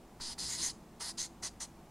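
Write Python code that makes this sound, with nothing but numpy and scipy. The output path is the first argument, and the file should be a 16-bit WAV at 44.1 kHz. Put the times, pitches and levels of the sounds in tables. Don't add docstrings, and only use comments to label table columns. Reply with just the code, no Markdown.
import sys
import numpy as np
from scipy import signal
from scipy.fft import rfft, irfft
from scipy.io import wavfile
from scipy.ndimage import uniform_filter1d

SR = 44100
rng = np.random.default_rng(int(sys.argv[2]) if len(sys.argv) > 2 else 0)


def bounce(signal):
    frames = np.transpose(np.atleast_2d(signal))
    limited = np.clip(frames, -1, 1)
    pcm = np.round(limited * 32767).astype(np.int16)
    wavfile.write(sys.argv[1], SR, pcm)


N = 83790


def undb(db):
    return 10 ** (np.asarray(db) / 20)


def unit(x):
    return x / np.sqrt(np.mean(x ** 2) + 1e-20)


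def colour(x, points, tilt_db_per_octave=0):
    hz = np.maximum(np.fft.rfftfreq(N, 1 / SR), 1)
    points = np.array(points)
    level_db = np.interp(np.log(hz), np.log(points[:, 0]), points[:, 1])
    tilt_db = tilt_db_per_octave * np.log2(hz / 6000)
    return irfft(rfft(x) * undb(level_db + tilt_db), N)


def ring(x, hz, width_hz):
    b, a = signal.iirpeak(hz, hz / width_hz, fs=SR)
    once = signal.lfilter(b, a, x)
    return unit(signal.lfilter(b, a, once))


def walk(points_per_s):
    hold = max(int(SR / points_per_s), 1)
    values = rng.standard_normal(N)[:N // hold + 1]
    return unit(uniform_filter1d(np.repeat(values, hold), hold)[:N])


def slips():
    slips_per_s, spread_db = 9000, 2.5
    hit = rng.random(N) < slips_per_s / SR
    sign = np.sign(rng.standard_normal(N))
    size = undb(spread_db * rng.standard_normal(N))
    return unit(hit * sign * size)


def ventilation():
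    # (frequency [Hz], level [dB])
    air_points = [(15, -7), (40, -3), (56, -9.5), (80, -7.5), (130, -8), (180, -2), (250, -6.5), (400, -11),
                  (540, -15), (730, -12), (1050, -17), (1500, -24.5), (2300, -27.5), (4000, -32),
                  (8000, -33.5), (15000, -40.5)]
    # (frequency [Hz], level [dB])
    side_points = [(60, -40), (250, -47), (700, -32.5), (1300, -31.5), (2400, -16), (4400, -10.5),
                   (15000, -6)]
    # (frequency [Hz], width at half amplitude [Hz], level [dB])
    hum_bands = [(54, 1.9, -65.5), (235.4, 5.4, -66), (334.9, 14, -66.5)]
    air_db = -56

    mid = undb(air_db) * unit(colour(rng.standard_normal(N), air_points))
    side_air = undb(air_db) * unit(colour(rng.standard_normal(N), air_points))
    side = colour(side_air, side_points)
    bin_hz = np.fft.rfftfreq(N, 1 / SR)
    for hz, width_hz, db in hum_bands:
        band_gain = 1 / (1 + (2 * (bin_hz - hz) / width_hz) ** 2)
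        hum = irfft(rfft(rng.standard_normal(N)) * band_gain, N)
        mid = mid + undb(db) * unit(hum)
    return np.array([mid + side, mid - side])


def landings(t):
    # (time [s], level before the envelope [dB])
    landing_table = [(0.197, -50.5), (0.377, -52), (1.003, -46.5), (1.173, -54.5), (1.423, -50),
                     (1.600, -50.5)]
    # (frequency [Hz], level [dB])
    knock_points = [(150, -11), (400, -7), (700, -2), (1100, 0), (1500, -2), (2100, -3), (2700, -11),
                    (6000, -24)]
    rise_s, decay_s = 0.0059, 0.022

    out = np.zeros(N)
    for at_s, db in landing_table:
        age_s = np.maximum(t - at_s, 0)
        envelope = np.minimum(age_s / rise_s, 1) * np.exp(-age_s / decay_s)
        out += undb(db) * envelope * unit(colour(slips(), knock_points))
    return out


def snags(t):
    # (time [s], level [dB])
    snag_table = [(0.6953, -40.5)]
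    ring_hz, width_hz, peak_after_s = 4720, 880, 0.003

    out = np.zeros(N)
    for at_s, db in snag_table:
        age = np.maximum(t - at_s, 0) / peak_after_s
        out += undb(db) * age * np.exp(1 - age) * ring(slips(), ring_hz, width_hz)
    return out


def squeaks(t):
    # (start [s], end [s], pitch [Hz], level [dB], upper resonances [dB],
    #           pad relative to nib [dB])
    squeak_table = [ (0.48, 0.575, 6710, -40, -0.5, -12), (0.61, 0.691, 6460, -34.5, -1.5, -17),
                    (1.175, 1.238, 6300, -40, -2, -19), (1.205, 1.273, 6500, -45.5, 4, -12.5),
                    (1.42, 1.482, 6030, -43, 4, -20), (1.597, 1.655, 6080, -45, 5, -33), ]
    # (ratio to the pitch, width [Hz], level [dB])
    upper_modes = [(1.115, 970, -5.5), (1.375, 1010, -9), (1.74, 1330, -19.5)]
    # (frequency [Hz], level [dB])
    rasp_points = [(200, -20), (600, -5), (1100, -3), (1400, 0), (1750, 2), (2200, 7.5), (2600, -9),
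                   (3400, -1), (6000, -20)]
    lowest_width_hz, arch_power = 830, 0.76
    chatter_per_s, chatter_db = 890, 1

    out = np.zeros(N)
    for start_s, end_s, hz, db, upper_db, pad_db in squeak_table:
        along = np.clip((t - start_s) / (end_s - start_s), 0, 1)
        arch = np.maximum(np.sin(np.pi * along), 0) ** arch_power
        chatter = undb(chatter_db * walk(chatter_per_s))
        nib = ring(chatter * slips(), hz, lowest_width_hz)
        for ratio, width_hz, mode_db in upper_modes:
            mode = ring(chatter * slips(), hz * ratio, width_hz)
            nib = nib + undb(upper_db + mode_db) * mode
        rasp = unit(colour(chatter * slips(), rasp_points))
        out += undb(db) * arch * (unit(nib) + undb(pad_db) * rasp)
    return out


def shifting(x):
    centres_hz = [1800, 3300, 4300, 5300, 6400, 7600, 9000, 10500]
    shift_db, shift_per_s = 1.3, 22

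    bin_hz, spectrum = np.fft.rfftfreq(N, 1 / SR), rfft(x)
    out = np.zeros(N)
    for weights in np.eye(len(centres_hz)):
        band = irfft(spectrum * np.interp(bin_hz, centres_hz, weights), N)
        out += band * undb(shift_db * walk(shift_per_s))
    return out


def strokes(t):
    # (touch [s], lift [s], rise [s], fall [s], hiss [dB], fade by the lift [dB],
    #           swell halfway [dB], hiss tilt [dB per octave], sheet ring relative to hiss [dB],
    #           pad [dB], easel [dB])
    stroke_table = [ (0.194, 0.346, 0.028, 0.015, -45.5, -1, .5, -3.5, -4, -58, -76),
                    (0.375, 0.591, 0.02, 0.028, -41.5, -5, 0, -1, -4, -56.5, -55),
                    (0.544, 0.726, 0.061, 0.025, -41, -4.5, 2, -1.5, -8, -55, -59.5),
                    (0.993, 1.127, 0.024, 0.034, -41, -0.5, -2.5, -0.5, -6.5, -52, -69),
                    (1.168, 1.286, 0.021, 0.025, -41.5, -16.5, 4.5, -3, -6.5, -57, -76),
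                    (1.421, 1.498, 0.014, 0.028, -44, 0.5, 0, -2.5, -7.5, -55, -86),
                    (1.600, 1.668, .006, 0.047, -45.5, 2.5, 0, -2, -33, -55.5, -86), ]
    # (frequency [Hz], level [dB])
    sheet_points = [(1500, -27), (2750, -18), (3600, -10), (4150, -4), (5200, -4), (5700, -7), (6250, -3),
                    (7300, -4), (8400, -7), (9000, -4.5), (10000, -5.5), (11000, -13), (12000, -22),
                    (13000, -31), (15500, -37)]
    # (frequency [Hz], level [dB])
    pad_points = [(150, -5.5), (300, -28.5), (550, -4.5), (1050, 2), (1350, -3.5), (1800, 0.5),
                  (2150, -2.5), (2600, -12), (3300, 0.5), (6000, -64)]
    # (frequency [Hz], level [dB])
    easel_points = [(12, -36), (30, -14), (55, -2), (110, -3), (260, -5), (450, -25), (1500, -70)]
    sheet_ring_hz, sheet_ring_width_hz = 4830, 800
    drag_db, drag_per_s = 0.43, 75

    out = np.zeros(N)
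    for (touch_s, lift_s, rise_s, fall_s, hiss_db, fade_db, swell_db, tilt_db_per_octave,
         ring_db, pad_db, easel_db) in stroke_table:
        age_s = np.maximum(t - touch_s, 0)
        along = np.minimum(age_s / (lift_s - touch_s), 1)
        press = np.sin(np.pi / 2 * np.clip(age_s / rise_s, 0, 1)) ** 2
        release = np.clip((lift_s - t) / fall_s, 0, 1)
        drag = drag_db * walk(drag_per_s)
        contact = press * release * undb(fade_db * along + swell_db * np.sin(np.pi * along) + drag)

        jerks = slips()
        hiss = unit(colour(jerks, sheet_points, tilt_db_per_octave))
        sheet_ring = ring(slips(), sheet_ring_hz, sheet_ring_width_hz)
        sheet = undb(hiss_db) * (hiss + undb(ring_db) * sheet_ring)
        pad = undb(pad_db) * unit(colour(slips(), pad_points))
        easel = undb(easel_db) * unit(colour(jerks, easel_points))
        out += contact * (sheet + pad + easel)
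    return shifting(out)


def room(x, t):
    # (frequency [Hz], level [dB])
    side_points = [(400, -30), (4400, -21.5), (8000, -17.5), (12000, -10)]
    early_decay_s, early_db = 0.0053, -10
    t60_s, tail_db = 0.26, -17
    side_decay_s = 0.0076

    def echo(decay_s):
        response = rng.standard_normal(N) * np.exp(-t / decay_s)
        return signal.fftconvolve(x, response / np.linalg.norm(response))[:N]

    early = undb(early_db) * echo(early_decay_s)
    tail = undb(tail_db) * echo(t60_s / np.log(1000))
    mid = x + early + tail
    side = colour(echo(side_decay_s), side_points)
    return np.array([mid + side, mid - side])


def scene():
    t = np.arange(N) / SR
    marker = landings(t) + snags(t) + squeaks(t) + strokes(t)
    return ventilation() + room(marker, t)


def record(dry):
    top_hz, ripple_db, stop_db = 15700, 0.2, 70
    low_pass = signal.ellip(8, ripple_db, stop_db, top_hz, fs=SR, output="sos")
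    return signal.sosfilt(low_pass, dry)


dry = scene()
out = record(dry)
bounce(out)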